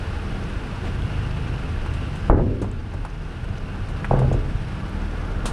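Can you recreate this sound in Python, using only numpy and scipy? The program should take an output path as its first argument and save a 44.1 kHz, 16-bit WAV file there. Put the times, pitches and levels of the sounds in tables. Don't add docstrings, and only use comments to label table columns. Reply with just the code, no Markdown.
import sys
import numpy as np
from scipy import signal
from scipy.fft import rfft, irfft
from scipy.io import wavfile
from scipy.ndimage import uniform_filter1d

SR = 44100
rng = np.random.default_rng(int(sys.argv[2]) if len(sys.argv) > 2 else 0)


def bounce(signal):
    frames = np.transpose(np.atleast_2d(signal))
    limited = np.clip(frames, -1, 1)
    pcm = np.round(limited * 32767).astype(np.int16)
    wavfile.write(sys.argv[1], SR, pcm)


N = 243652
T = np.arange(N) / SR

# (multiple of the firing rate, level [dB])
DIESEL_TONES = [(1, 2.5), (2, -3), (3, -10.5), (4, -5.5), (5, -7), (6, -21.5), (6.5, -13), (8, -16),
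                (11, -20.5), (12, -29), (17, -26), (20, -23), (21, -28), (22, -34.5), (26, -27), (30, -20)]
# (time [s], extra level [dB])
DEEP_THROB = [(0, 2), (1.9, -11), (2.9, 5), (4.75, -5.5), (5.05, 4.5), (5.38, 0.5), (5.52, 3)]
# (multiple of the crank speed, level [dB])
CAR_TONES = [(2, -2), (3, 3), (4, 0), (5, -1.5), (6, -7.5), (8, -11.5), (10, -14.5)]
# (time [s], crank speed [Hz], engine load [dB])
PEDAL = [(0, 24.96, -2.5), (.65, 25.28, -5.5), (.95, 26.29, 3.5), (1.3, 25.9, 7.5), (2.1, 25.48, 0),
         (3, 23.79, -8.5), (3.7, 24.92, -1.5), (4.6, 22.7, -21), (5.2, 21.5, -28)]

# (frequency [Hz], relative level [dB])
RUMBLE_COLOUR = [(12, -32), (25, 9.5), (35, 2), (60, 1.5), (90, 6), (130, 0), (200, -19), (300, -31),
                 (600, -78)]
ROAR_COLOUR = [(100, -6.5), (200, 9), (270, 3.5), (350, 1.5), (440, 1), (530, -1.5), (780, -4.5),
               (850, -2.5), (930, -4.5), (1080, -5.5), (1180, -4.5), (1290, -6), (1430, -2.5), (1660, -8),
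               (1900, -17.5), (2600, -46), (5000, -48.5)]
HISS_COLOUR = [(900, -57), (1500, 4.5), (2200, 2.5), (2720, 3), (3300, -2), (4000, -5.5), (5500, -10),
               (7000, -17.5), (8700, -16.5), (10100, -18.5), (11000, -26.5), (13500, -39), (15000, -59)]
SCUFF_COLOUR = [(200, -8), (430, 13), (560, -4), (680, 3), (950, -12), (1600, -10), (2300, -5), (3200, -10),
                (4500, -20), (7000, -26), (12000, -40)]
JINGLE_COLOUR = [(1200, -19), (2500, 14.5), (3600, 15.5), (5500, 8.5), (7500, 10.5), (9500, 11),
                 (11000, -2.5), (14500, -13)]
THUD_COLOUR = [(15, -62), (33, 21), (60, -5), (100, 2.5), (150, -6.5), (250, -9), (500, -20.5), (1000, -85)]
WASH_COLOUR = [(40, -24), (200, -11), (400, 4.5), (600, -1), (900, 0), (1200, 0), (1700, -7), (2300, -18),
               (4000, -60), (8000, -79)]
# (frequency [Hz], fade time [s])
WASH_FADE = [(100, 1), (400, 0.98), (700, 0.3), (1200, 0.18), (2500, 0.15)]

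# (time [s], level [dB])
RUMBLE_LEVEL = [(0, -31), (.7, -32.5), (1.2, -29.5), (1.8, -30.5), (2.6, -22.5), (3.2, -31.5), (3.9, -29.5),
                (4.55, -27), (5.1, -35.5), (5.52, -29.5)]
# (time [s], level [dB])
ROAR_LEVEL = [(0, -35.5), (1.3, -36), (2.1, -37), (3.2, -37), (3.9, -36), (4.6, -38.5), (5.52, -34)]
# (time [s], length [s], level [dB])
SCUFFS = [(0.829, 0.078, -35.5)]
# (time [s], level [dB], pitch [Hz])
STONES = [(1.021, -36, 3180), (1.31, -42, 5000), (2.714, -40.5, 7886), (3.444, -47, 8000),
          (3.582, -43, 5190), (4.896, -50, 9960)]
# (time [s], level [dB], boom pitch [Hz])
LOW_THUDS = [(.855, -21, 107.5), (1.711, -26.5, 82), (2.62, -15, 191), (2.937, -18.5, 88.4)]

# (time [s], level [dB], lowest tone [Hz], fade time [s])
CLINKS = [(2.619, -49, 6400, 0.17), (3.052, -53, 9740, 0.077), (4.189, -56, 9600, 0.12),
          (4.326, -50, 6500, 0.1)]
# (multiple of the lowest tone, level [dB])
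CLINK_TONES = [(1, 9), (1.148, 4.5), (1.345, -5)]
# (time [s], tap level [dB], knock level [dB], knock pitch [Hz],
# knock fade time [s], jingle level [dB], jingle fade time [s])
RATTLES = [(1.53, -37, -36, 702.4, 0.12, -66, .11), (1.862, -22.5, -32, 970, .03, -48, .04),
           (1.936, -50, -57, 1200, .085, -48, 0.12), (2.154, -50, -55, 1202, .13, -48, .14),
           (2.616, -32, -19.5, 280, 0.18, -42, 0.12), (2.621, -27, -29, 810, 0.23, -44, .1),
           (2.644, -40, -31, 790, 0.092, -53, .08), (2.937, -28, -27, 590, 0.072, -45.5, 0.068),
           (3.05, -24, -28.5, 977, .11, -42.5, .054), (3.886, -38, -46, 1400, 0.14, -50, .15),
           (4.045, -16.5, -26.5, 1370, 0.069, -41, 0.015), (4.049, -24.5, -28, 890, 0.033, -46.5, 0.056),
           (4.191, -24, -30, 1090, 0.044, -43, 0.057), (4.326, -31, -45, 720, .092, -50, .1),
           (5.456, -21, -22.5, 900, 0.024, -29.5, 0.17), (5.463, -32, -30.5, 920, 0.16, -48, 0.074)]

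# (wash bass cut [Hz], thud bass cut [Hz], boom pitch [Hz], boom over thud [dB])
RAMP_PLATES = [(150, 50, 75, -1.5), (440, 55, 131, 4.5)]
# (pitch [Hz], level [dB], fade time [s])
FIRST_PLATE_TONES = [(146, -5, 1), (198, -15, 0.62), (230, -1, 1), (256.3, 1, 0.78), (301, -4.5, 0.78),
                     (361.3, 1.5, 0.66), (403.8, -0.5, .72), (496, -4, .62), (559, -2.5, 0.58),
                     (595, -10, 0.72), (667.5, -4.5, 0.37), (830, -5.5, 0.3), (1025, -17, 0.22),
                     (1350, -19, 0.27)]
SECOND_PLATE_TONES = [(188, -19, 0.57), (238, -12, 0.92), (316.5, -9, 0.65), (385, 0, 0.53),
                      (426, -4, 0.33), (500, -1, 0.52), (575, -5, 0.82), (620, -3, .45), (700, -6, .35),
                      (821, 2, .35), (910, -7, .25)]
# (time [s], clack level [dB], clack pitch [Hz],
# travel time of a 1 kHz wave through the steel [ms], ring level [dB], thud level [dB])
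BLOWS = [(2.297, -3.5, 720, 1.81, -14.5, -6.5), (2.312, -3.5, 290, 5, -21.5, -16.5),
         (2.325, -4, 482, 8.7, -20, -18), (2.343, -4, 292, 6, -19.5, -20.5),
         (2.374, -8, 325, 6.4, -21, -11), (2.409, -20, 480, 4.9, -32, -24),
         (2.464, -23, 347, 5.6, -35, -36), (4.109, -8, 610, 10, -26.5, -18),
         (4.131, -16.5, 575, 10.5, -37, -31), (4.137, -11, 518, 5.4, -28.5, -23),
         (4.169, -25, 560, 6.6, -31, -30), (4.216, -18.5, 610, 11, -36, -18.5),
         (4.244, -21, 466, 9, -42, -37), (4.313, -17, 540, 7.9, -37.5, -21.5),
         (4.339, -25, 523, 13, -49, -28), (4.372, -28, 494, 5.4, -46, -32)]

CLACK_LEAD_S = .002


def amp(db):
    return 10 ** (np.asarray(db) / 20)


def evened(x):
    return x / np.sqrt(np.mean(x ** 2) + 1e-20)


def read(points, hz):
    f, value = np.transpose(points)
    return np.interp(np.log(hz + 1), np.log(f), value)


def curves(rows):
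    s, *columns = np.transpose(rows)
    return [np.interp(T, s, c) for c in columns]


def add(mix, s, sound):
    part = mix[round(s * SR):][:len(sound)]
    part += sound[:len(part)]


def noise(gain, size=N):
    f = np.fft.rfftfreq(size, 1 / SR)
    return evened(irfft(rfft(rng.standard_normal(size)) * gain(f), size))


def drift(rate_hz):
    return noise(lambda f: (f > 0) / (1 + (f / rate_hz) ** 4))


def hump(f, hz, q):
    return 1 / (1 + (q * (f / hz - hz / (f + 1))) ** 2)


def fade(t, fade_s):
    return np.exp(-np.log(1000) * t / fade_s)


def struck(fade_s, rise_s=.0004):
    t = T[:SR // 4]
    return fade(t, fade_s) * (1 - np.exp(-t / rise_s))


def engine(hz, db, bass_db, tones, wander, flutter_db):
    turns = np.cumsum(hz * (1 + wander * drift(6))) / SR
    waves = []
    for multiple, level_db in tones:
        strength = amp(level_db + flutter_db * drift(3.3))
        waves.append(strength * np.cos(2 * np.pi * (multiple * turns + rng.random())))
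    return amp(db) * (amp(bass_db) * waves[0] + sum(waves[1:])) / np.std(sum(waves))


def ferry_diesel(firing_hz=38.97, start_db=-32.5, db_per_s=.5):
    throb_db, = curves(DEEP_THROB)
    level_db = start_db + db_per_s * T
    return engine(firing_hz, level_db, throb_db, DIESEL_TONES, wander=.0069, flutter_db=3)


def car_engine(crank_hz, load_db):
    return engine(crank_hz, load_db - 33.5, bass_db=6, tones=CAR_TONES, wander=.0041, flutter_db=2.5)


def fan_and_belts(crank_hz, load_db):
    pulses = 1 + .5 * np.cos(2 * np.pi * np.cumsum(2 * crank_hz) / SR)
    level = amp(-53.5 + .47 * load_db + 1.8 * drift(17))
    return level * pulses * noise(lambda f: hump(f, hz=2730, q=6))


def rolling(lumps_db=2.03, swell_db=.73):
    rumble_db, = curves(RUMBLE_LEVEL)
    roar_db, = curves(ROAR_LEVEL)
    hiss_db = -44 - .55 * T
    echoes_s = rng.uniform(.00196, .027, 16)
    ripple_db = lambda f: evened(sum(np.cos(2 * np.pi * f * s) for s in echoes_s))
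    swell = swell_db * drift(40)
    rumble = amp(rumble_db + lumps_db * drift(37)) * noise(lambda f: amp(read(RUMBLE_COLOUR, f)))
    roar = amp(roar_db + swell) * noise(lambda f: amp(read(ROAR_COLOUR, f) + ripple_db(f)))
    hiss = amp(hiss_db + swell) * noise(lambda f: amp(read(HISS_COLOUR, f) + ripple_db(f)))
    return rumble + roar + hiss


def scuffs(grain_db=1, grain_hz=250):
    out = np.zeros(N)
    for s, length, db in SCUFFS:
        arch = np.sqrt(np.sin(np.pi * np.arange(0, length, 1 / SR) / length))
        rub = noise(lambda f: amp(read(SCUFF_COLOUR, f)))
        rasp = evened(rub * amp(grain_db * drift(grain_hz)))
        add(out, s, amp(db) * arch * rasp[:len(arch)])
    return out


def grit(snap_s=.0022, grains_per_s=30):
    out, t = np.zeros(N), T[:SR // 32]
    draws = rng.random((400, 3))[:int(grains_per_s * T[-1])]
    grains = [(when * T[-1], -56 - 3 * np.log(softness + .03), 2000 + 4500 * pitch)
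              for when, softness, pitch in draws]
    for s, db, hz in list(STONES) + grains:
        snap = noise(lambda f: hump(f, hz, q=4.5), len(t)) * np.exp(-t / snap_s)
        add(out, s, amp(db) * snap)
    return out


def jolt(bass_cut_hz, boom_hz, boom_db, thud_fade_s=.85, boom_fade_s=.58, rise_s=.0035):
    t = T[:SR]
    thud = noise(lambda f: amp(read(THUD_COLOUR, f)) / np.hypot(1, (bass_cut_hz / (f + 1)) ** 2), SR)
    boom = amp(boom_db) * np.sin(2 * np.pi * boom_hz * t)
    return (thud * fade(t, thud_fade_s) + boom * fade(t, boom_fade_s)) * (1 - np.exp(-t / rise_s))


def low_thuds():
    out = np.zeros(N)
    for s, db, boom_hz in LOW_THUDS:
        thud = jolt(bass_cut_hz=40, boom_hz=boom_hz, boom_db=-.5, thud_fade_s=.4, boom_fade_s=.22)
        add(out, s, amp(db) * thud)
    return out


def clinks():
    out = np.zeros(N)
    for s, db, hz, fade_s in CLINKS:
        peaks = lambda f: sum(amp(level) * hump(f, ratio * hz, q=32) for ratio, level in CLINK_TONES)
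        clink = noise(lambda f: amp(read(JINGLE_COLOUR, f)) * peaks(f), SR // 4)
        add(out, s, amp(db) * clink * struck(fade_s))
    return out


def clack(centre_hz, travel_ms):
    f, top_hz = np.fft.rfftfreq(SR // 8, 1 / SR), 1.7 * centre_hz
    delay_s = CLACK_LEAD_S + travel_ms / 1000 * (np.sqrt(1000 / (f + 1)) - np.sqrt(1000 / top_hz))
    phase = -2 * np.pi * np.cumsum(delay_s) * f[1]
    gain = hump(f, centre_hz, q=.68) / (1 + (f / top_hz) ** 8)
    wave = irfft(gain * np.exp(1j * phase))[:SR // 16]
    return wave / abs(wave).max()


def fittings():
    out = np.zeros(N)
    for s, tap_db, knock_db, hz, knock_fade_s, jingle_db, jingle_fade_s in RATTLES:
        knock = noise(lambda f: hump(f, hz, q=.75) / (1 + (f / (2.24 * hz)) ** 6), SR // 4)
        jingle = noise(lambda f: amp(read(JINGLE_COLOUR, f)), SR // 4)
        add(out, s - CLACK_LEAD_S, amp(tap_db) * clack(hz, travel_ms=2.7))
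        add(out, s, amp(knock_db) * knock * struck(knock_fade_s))
        add(out, s, amp(jingle_db) * jingle * struck(jingle_fade_s))
    return out


def plate_ring(tones, bass_cut_hz, tones_db=-4, spread_db=2.5, detune=.008, rise_s=.007):
    t = T[:SR]
    bass_cut = lambda f: 1 / np.sqrt(1 + (bass_cut_hz / (f + 1)) ** 4)
    wash = noise(lambda f: amp(read(WASH_COLOUR, f)) * bass_cut(f), SR)
    band_hz, s, bands = signal.stft(wash, SR, nperseg=512)
    bands *= fade(s, read(WASH_FADE, band_hz)[:, None])
    out = signal.istft(bands, SR, nperseg=512)[1][:SR]
    for (hz, db, fade_s), (strike, load) in zip(tones, rng.standard_normal((len(tones), 2))):
        wave = np.sin(2 * np.pi * (hz * (1 + detune * load) * t + rng.random()))
        out += amp(tones_db + db + spread_db * strike) * fade(t, fade_s) * wave
    return out * (1 - np.exp(-t / rise_s))


def plate_slams(second_plate_after_s=3.5):
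    out = np.zeros(N)
    for s, clack_db, clack_hz, travel_ms, ring_db, thud_db in BLOWS:
        plate = int(s > second_plate_after_s)
        tones = SECOND_PLATE_TONES if plate else FIRST_PLATE_TONES
        wash_cut_hz, thud_cut_hz, boom_hz, boom_db = RAMP_PLATES[plate]
        add(out, s, amp(clack_db) * clack(clack_hz, travel_ms))
        add(out, s, amp(ring_db) * plate_ring(tones, wash_cut_hz))
        add(out, s, amp(thud_db) * jolt(thud_cut_hz, boom_hz, boom_db))
    return out


def scene():
    crank_hz, load_db = curves(PEDAL)
    engines = ferry_diesel() + car_engine(crank_hz, load_db) + fan_and_belts(crank_hz, load_db)
    return (engines + rolling() + scuffs() + plate_slams() + low_thuds()
            + fittings() + clinks() + grit())[None]


def held(db, db_per_s):
    fall = T * db_per_s
    return np.maximum.accumulate(db + fall) - fall


def record(dry, threshold_db=-13, slow_share=.63, attack_s=.011, top_hz=14800):
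    keep = np.exp(-1 / (attack_s * SR))
    power = signal.lfilter([1 - keep], [1, -keep], dry[0] ** 2)
    over_db = np.maximum(10 * np.log10(power + 1e-12) - threshold_db, 0)
    dip_db = np.maximum(held(over_db, db_per_s=95), held(slow_share * over_db, db_per_s=3.69))
    dipped = dry / amp(uniform_filter1d(dip_db, size=100))
    treble_cut = signal.firwin(511, top_hz, window=("kaiser", 9), fs=SR)
    return signal.oaconvolve(dipped, treble_cut[None], "same")


dry = scene()
out = record(dry)
bounce(out)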